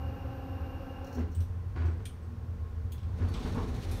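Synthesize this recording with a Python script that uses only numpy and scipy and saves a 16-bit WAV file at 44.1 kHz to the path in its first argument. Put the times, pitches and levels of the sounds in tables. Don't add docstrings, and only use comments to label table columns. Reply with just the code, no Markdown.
import sys
import numpy as np
from scipy import signal
from scipy.fft import rfft, irfft
from scipy.io import wavfile

SR = 44100
rng = np.random.default_rng(int(sys.argv[2]) if len(sys.argv) > 2 else 0)


def file_out(sig):
    cols = np.atleast_2d(sig).T
    lim = np.clip(cols, -1, 1)
    pcm = np.round(lim * 32767).astype(np.int16)
    wavfile.write(sys.argv[1], SR, pcm)


N = 176400


def undb(db):
    return 10 ** (np.asarray(db) / 20)


def unit(x):
    return x / np.sqrt(np.mean(x ** 2))


def clock():
    return np.arange(N) / SR


def colour(x, spectrum):
    hz, db = np.array(sorted(spectrum), float).T
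    size = 2 * N
    bins_hz = np.maximum(np.arange(N + 1) * SR / size, 1)
    gain = unit(undb(np.interp(np.log(bins_hz), np.log(hz), db)))
    cepstrum = irfft(np.log(gain))
    cepstrum[1:N] *= 2
    cepstrum[N + 1:] = 0
    return irfft(rfft(x, size) * np.exp(rfft(cepstrum)))[:N]


def noise(spectrum):
    return unit(colour(rng.standard_normal(N), spectrum))


def gritty(spectrum, grains_per_s, grain_db):
    grains = unit((rng.random(N) < grains_per_s / SR) * rng.standard_normal(N))
    return unit(colour(rng.standard_normal(N) + undb(grain_db) * grains, spectrum))


def band(hz, width_hz):
    bins_hz = np.arange(N // 2 + 1) * SR / N
    detuning = (bins_hz - hz) / (width_hz / 2)
    return unit(irfft(rfft(rng.standard_normal(N)) / (1 + detuning ** 2), N))


def walk(rate_hz):
    bins_hz = np.arange(N // 2 + 1) * SR / N
    return unit(irfft(rfft(rng.standard_normal(N)) * np.exp(-(bins_hz / rate_hz) ** 2), N))


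def tones(rows, drift_hz, waver_db, rate_hz):
    out = 0
    for hz, db in rows:
        rms = undb(db + waver_db * walk(rate_hz))
        phase = 2 * np.pi * np.cumsum(hz + drift_hz * walk(rate_hz)) / SR
        out += np.sqrt(2) * rms * np.sin(phase)
    return out


def swell(start_s, rise_s, t60_s, hold_s=0):
    age_s = clock() - start_s
    decay = np.exp(-np.log(1000) * np.maximum(age_s - rise_s - hold_s, 0) / t60_s)
    return np.clip(age_s / rise_s, 0, 1) * decay


# (frequency [Hz], relative level [dB])
AIR_SPECTRUM = [(15, -29.5), (25, -1), (53, -14), (86, -8), (116, -12.5), (140, -23), (173, -18.5),
                (198, -21), (240, -20), (281, -27.5), (313, -30.5), (349, -28.5), (445, -27.5),
                (537, -30.5), (614, -34), (684, -38), (762, -33.5), (970, -37), (1050, -38), (1140, -38.5),
                (1400, -38.5), (2100, -47), (4750, -57.5), (7500, -66), (15500, -69)]
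AIR_TREBLE_SPECTRUM = [(3000, -16), (5400, 1.5), (7500, 4), (12000, -1), (15500, -3.5)]
# (frequency [Hz], level [dB])
FAN_TONES = [(80.7, -45), (119, -52), (161.5, -61), (231.5, -66.5), (317.6, -69.5), (446.8, -67),
             (1017, -74), (1082, -70)]
def fan(air_db=-43, treble_db=-75.5):
    air = undb(air_db) * noise(AIR_SPECTRUM) + undb(treble_db) * noise(AIR_TREBLE_SPECTRUM)
    return air + tones(FAN_TONES, drift_hz=1.13, waver_db=3.0, rate_hz=5.9)


BOOM_HZ = 83
# (time [s], level [dB])
BOOM_ENVELOPE = [(0, -39), (.7, -42.5), (.9, -73), (1.1, -45.5), (1.6, -37.5), (2.03, -36.5), (2.2, -54),
                 (2.55, -39), (2.9, -43), (3.12, -33), (3.4, -35.5), (4, -46)]
def boom():
    times_s, db = np.array(BOOM_ENVELOPE).T
    return undb(np.interp(clock(), times_s, db)) * band(BOOM_HZ, width_hz=33.5)


# (frequency [Hz], level [dB])
MOTOR_TONES = [(268.5, -49.5), (387.6, -66), (506, -56.5), (538.3, -62), (560, -61), (699.8, -63.5),
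               (762, -64), (780.6, -69.5), (829, -65.5), (1082, -75), (1351, -67.5), (1545, -72),
               (1700, -71.5), (2794, -71.5), (2858, -90)]
INVERTER_TONES = [(11859, -79.5), (12134, -78.5)]
# (centre [Hz], width [Hz], level [dB])
RUSH_BANDS = [(272, 66, -54.5), (539.5, 31, -55.5), (791, 78, -55), (1075, 100, -63.5), (1296, 120, -69),
              (1550, 77, -67), (5440, 700, -87)]
# (time [s], level [dB])
WHISTLE_ENVELOPE = [(0, -60.5), (.3, -74), (.65, -67.5), (.95, -66), (1.2, -66)]
# (frequency [Hz], relative level [dB])
HISS_SPECTRUM = [(150, -12), (300, -1.5), (480, 3), (630, -17), (900, -4), (1600, -8.5), (2000, -17.5),
                 (2700, -11.5), (3200, -23.5), (5700, -29), (7400, -43), (9200, -34), (10500, -37),
                 (15000, -39)]
def drive(cut_s=1.14, decay_tau_s=0.11, whine_fade_s=0.67, whine_fall_db_per_s=13):
    t = clock()
    hum = tones(MOTOR_TONES, drift_hz=1.88, waver_db=0.5, rate_hz=6.2)
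    rush = sum(undb(db) * band(hz, width_hz) for hz, width_hz, db in RUSH_BANDS)
    times_s, whistle_db = np.array(WHISTLE_ENVELOPE).T
    whistle = undb(np.interp(t, times_s, whistle_db)) * band(hz=2810, width_hz=66)
    whine = tones(INVERTER_TONES, drift_hz=2.8, waver_db=0.5, rate_hz=12)
    whine += undb(-82) * band(hz=12240, width_hz=260)
    whine *= undb(-whine_fall_db_per_s * np.maximum(t - whine_fade_s, 0))
    hiss = undb(-55.5) * noise(HISS_SPECTRUM)
    running = np.exp(-np.maximum(t - cut_s, 0) / decay_tau_s)
    return running * (hum + rush + whistle + whine + hiss)


# (frequency [Hz], relative level [dB])
PANEL_SPECTRUM = [(60, -25), (120, -21), (185, -5.5), (205, -10), (228, -1), (252, 9), (285, -10.5),
                  (330, -8), (450, -8), (700, -29), (1500, -39.5), (4000, -61), (16000, -92.5)]
RATTLE_SPECTRUM = [(160, -30), (280, -25), (333, 3), (400, -4.5), (525, -16), (720, -7.5), (803, -13),
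                   (1100, -7.5), (1330, -15.5), (1460, -9.5), (1790, -17), (2870, -24.5), (3470, -29.5),
                   (4530, -32.5), (5800, -40), (8000, -41), (15600, -80)]
# (time [s], rise [s], hold [s], t60 [s], boom [Hz], boom [dB], panel [dB], rattle [dB])
JOLTS = [(0.486, 0.031, 0.0072, 0.17, 87.76, -31.5, -68, -79),
         (1.148, 0.034, 0.006, 0.09, 79.5, -35, -38, -50.5),
         (1.186, 0.023, 0.0085, 0.38, 80.9, -29, -37, -49.5),
         (1.35, 0.051, 0.0098, .28, 85.4, -25, -57, -61.5),
         (1.749, 0.019, 0.052, 0.17, 80.63, -27, -48.5, -46.5),
         (1.819, 0.04, 0.021, 0.54, 82, -24.5, -43.5, -49), (1.99, .02, .005, 0.16, 81.9, -33.5, -65, -59),
         (2.833, 0.018, 0.0048, 0.071, 85.96, -28, -71, -70),
         (3.184, 0.037, 0.027, 0.36, 87.6, -25, -40.5, -48)]
def jolts():
    panel = noise(PANEL_SPECTRUM)
    rattle = gritty(RATTLE_SPECTRUM, grains_per_s=400, grain_db=-5)
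    shaking, boom_power = 0, 1e-12
    weighted_hz = boom_power * BOOM_HZ
    for start_s, rise_s, hold_s, t60_s, hz, boom_db, panel_db, rattle_db in JOLTS:
        envelope = swell(start_s, rise_s, t60_s, hold_s)
        shaking += envelope * (undb(panel_db) * panel + undb(rattle_db) * rattle)
        power = (envelope * undb(boom_db)) ** 2
        boom_power += power
        weighted_hz += power * hz
    phase = 2 * np.pi * np.cumsum(weighted_hz / boom_power) / SR
    return shaking + np.sqrt(2 * boom_power) * np.sin(phase)


CLICK_RISE_S = 0.002
PART_SPECTRA = {"brake": [(2120, -50), (3600, -26), (4220, -2.5), (4890, -19), (5330, -5), (5810, -2.5),
                (7610, -18), (10300, -24), (11500, -14), (14300, -18), (15600, -14)],
                "contact": [(1760, -49), (3000, -2), (3590, -11), (3820, -6), (4420, -12), (5000, -13),
                (5290, -7), (6240, -16), (7470, -9), (8390, 3), (10400, -26), (15600, -8)],
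                "contactor": [(1470, -28), (2500, -3), (2960, -4), (3240, 1), (4440, -2), (4870, -8),
                (5940, 4), (6610, -11), (9340, -3), (10600, -11), (13000, -1), (15600, -15)],
                "relay": [(1120, -31), (1900, -4), (2170, -12), (2250, 2), (2730, -8), (3220, 2.5),
                (3950, -7), (4270, -7), (4790, -13), (5660, -10), (6300, -9), (7640, -14), (9030, 2),
                (9530, -5), (10700, -22), (12100, -10), (15600, -26)], "door relay": [(1290, -42),
                (2200, -12), (2720, -7), (3400, -1), (3750, -10), (4170, -7), (5740, -22), (6540, -4),
                (7160, -15), (7580, -11), (9010, -13), (9700, -5), (10400, -20), (11100, -8), (12300, -14),
                (14600, -7), (15600, -12)], "lock": [(1290, -46), (2200, -1.5), (3590, 1.5), (4610, -8),
                (4830, -4), (5500, -5.5), (7280, -17), (7950, -8), (8620, -21), (11300, -23), (15000, -33)],
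                "hanger": [(1470, -33), (2500, 4.5), (2940, -22), (3610, 2), (3900, -4), (4370, -3),
                (7140, -8), (7770, -8.5), (11500, -5.5), (15600, -20)]}
# (time [s], level [dB], t60 [s], part)
CLICKS = [(1.044, -61, 0.088, "brake"), (1.066, -64, 0.36, "brake"), (1.126, -63.5, 0.18, "brake"),
          (1.1465, -60, 0.2, "brake"), (1.188, -68, 0.27, "brake"), (1.315, -67, 0.29, "brake"),
          (1.3476, -58, 0.33, "contact"), (1.403, -59, 0.27, "contactor"), (1.856, -67.5, 0.27, "brake"),
          (2.053, -48.5, .23, "relay"), (2.9195, -54, .21, "door relay"), (2.978, -64.5, 0.31, "lock"),
          (3.029, -70, 0.41, "lock"), (3.277, -62, 0.16, "lock"), (3.285, -60.5, 0.14, "hanger"),
          (3.338, -50, 0.43, "lock"), (3.423, -64, 0.33, "lock"), (3.546, -61.5, .2, "hanger"),
          (3.832, -74, 0.052, "lock"), (3.912, -53.5, 0.7, "hanger")]
def clicks(crack_db=-2, crack_tau_s=0.009):
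    out, t = 0, clock()
    for name, spectrum in PART_SPECTRA.items():
        envelope = 0
        for start_s, db, t60_s, part in CLICKS:
            if part == name:
                crack = undb(crack_db) * np.exp(-abs(t - start_s) / crack_tau_s)
                envelope += undb(db) * swell(start_s, CLICK_RISE_S, t60_s) * (1 + crack)
        bursts = envelope * rng.standard_normal(N)
        flicker = undb(0.5 * walk(rate_hz=160))
        out += colour(bursts * flicker, spectrum)
    return out


# (time [s], frequency [Hz], level [dB], t60 [s])
FITTING_MODES = [(1.349, 15330, -62, .08), (1.757, 4640, -69.5, 0.53), (1.855, 7930, -76.5, 0.72),
                 (1.855, 5800, -73, 0.34), (2.054, 2304, -64, .24), (2.054, 3004, -58, .15),
                 (2.054, 3295, -61, .28), (2.054, 8834, -60, .13), (2.054, 9308, -57, .16),
                 (2.225, 8000, -74, 0.27), (2.919, 3410, -61, 0.43), (2.919, 9744, -67, 0.22),
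                 (2.919, 14200, -75, .2), (3.277, 4500, -61, .7), (3.426, 4630, -60, 0.47)]
def rings(wobble_hz=45):
    out, t = 0, clock()
    buzz_cycles = np.cumsum(wobble_hz * walk(rate_hz=150)) / SR
    for start_s, hz, db, t60_s in FITTING_MODES:
        phase = 2 * np.pi * (hz * (t - start_s) + buzz_cycles)
        out += undb(db) * swell(start_s, CLICK_RISE_S, t60_s) * np.sin(phase)
    return out


# (frequency [Hz], relative level [dB])
ROLLER_SPECTRUM = [(16, -23), (28, 2), (85, -1), (108, -1.5), (156, -10.5), (198, -15), (246, -9.5),
                   (285, -17.5), (425, -16), (696, -27), (777, -21.5), (899, -30), (985, -28.5),
                   (1740, -33.5), (2200, -38), (2860, -66), (4840, -120)]
TRACK_SPECTRUM = [(1290, -12), (2200, -3.5), (3340, -5), (3970, -3), (4870, -11), (5160, -10), (6440, -10),
                  (7580, -11.5), (9230, -12.5), (10300, -15.5), (15600, -25)]
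# (time [s], rumble [dB], track hiss [dB])
DOOR_ENVELOPE = [(2.9, -75, -92), (3.19, -41.5, -66), (3.25, -42, -64.5), (3.45, -33.5, -56),
                 (3.62, -35.5, -57.5), (3.74, -35.5, -57.5), (3.86, -36.5, -55), (4.0, -35.5, -58.5)]
def door_rollers():
    t = clock()
    times_s, rumble_db, hiss_db = np.array(DOOR_ENVELOPE).T
    rumble_gain = undb(np.interp(t, times_s, rumble_db) + 0.83 * walk(rate_hz=30))
    rumble = rumble_gain * noise(ROLLER_SPECTRUM)
    hiss_gain = undb(np.interp(t, times_s, hiss_db) + 1.57 * walk(rate_hz=25))
    return rumble + hiss_gain * gritty(TRACK_SPECTRUM, grains_per_s=260, grain_db=-10)


# (frequency [Hz], relative level [dB])
LEAF_SPECTRUM = [(76, -29), (130, -14.5), (255, 1), (357, -17), (461, -5.5), (559, -28), (646, -15),
                 (1100, -15.5), (1250, -22), (1440, -22), (2020, -37), (2190, -33), (2920, -38),
                 (6000, -47), (7800, -57.5), (13200, -120)]
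# (time [s], level [dB], t60 [s])
DOOR_KNOCKS = [(3.072, -51, .4), (3.285, -44.5, 0.3), (3.346, -42, 0.45), (3.449, -39, 0.45),
               (3.548, -40.5, 0.48), (3.571, -37, 0.41)]
def door_knocks(push_s=0.00374, push_db=16.5, rise_s=0.0096):
    out, t = 0, clock()
    sheet = noise(LEAF_SPECTRUM)
    for start_s, db, t60_s in DOOR_KNOCKS:
        push = undb(push_db) * np.sin(np.pi * np.clip((t - start_s) / push_s, 0, 1))
        out += undb(db) * (push + swell(start_s, rise_s, t60_s) * sheet)
    return out


# (frequency [Hz], relative gain [dB])
CAR_AND_MIC_COLOUR = [(20, -19.5), (35, -1.5), (52, 0.5), (70, 0.5), (165, -1.5), (186, 4), (203, -9),
                      (222, 2), (300, -2), (332, 2.5), (360, -0.5), (4150, 1), (4600, 3.5), (4870, -0.5),
                      (5400, 3), (6700, 0), (7600, -4.5), (8300, -2), (9600, -1), (10400, -5),
                      (11200, -0.5), (15000, 0.5)]
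def scene():
    machinery = fan() + boom() + drive() + jolts() + door_knocks() + door_rollers()
    return (colour(machinery, CAR_AND_MIC_COLOUR) + clicks() + rings())[None]


def record(dry):
    cutoff_hz = 15620
    return signal.sosfilt(signal.ellip(10, 0.2, 80, cutoff_hz, fs=SR, output="sos"), dry)


dry = scene()
out = record(dry)
file_out(out)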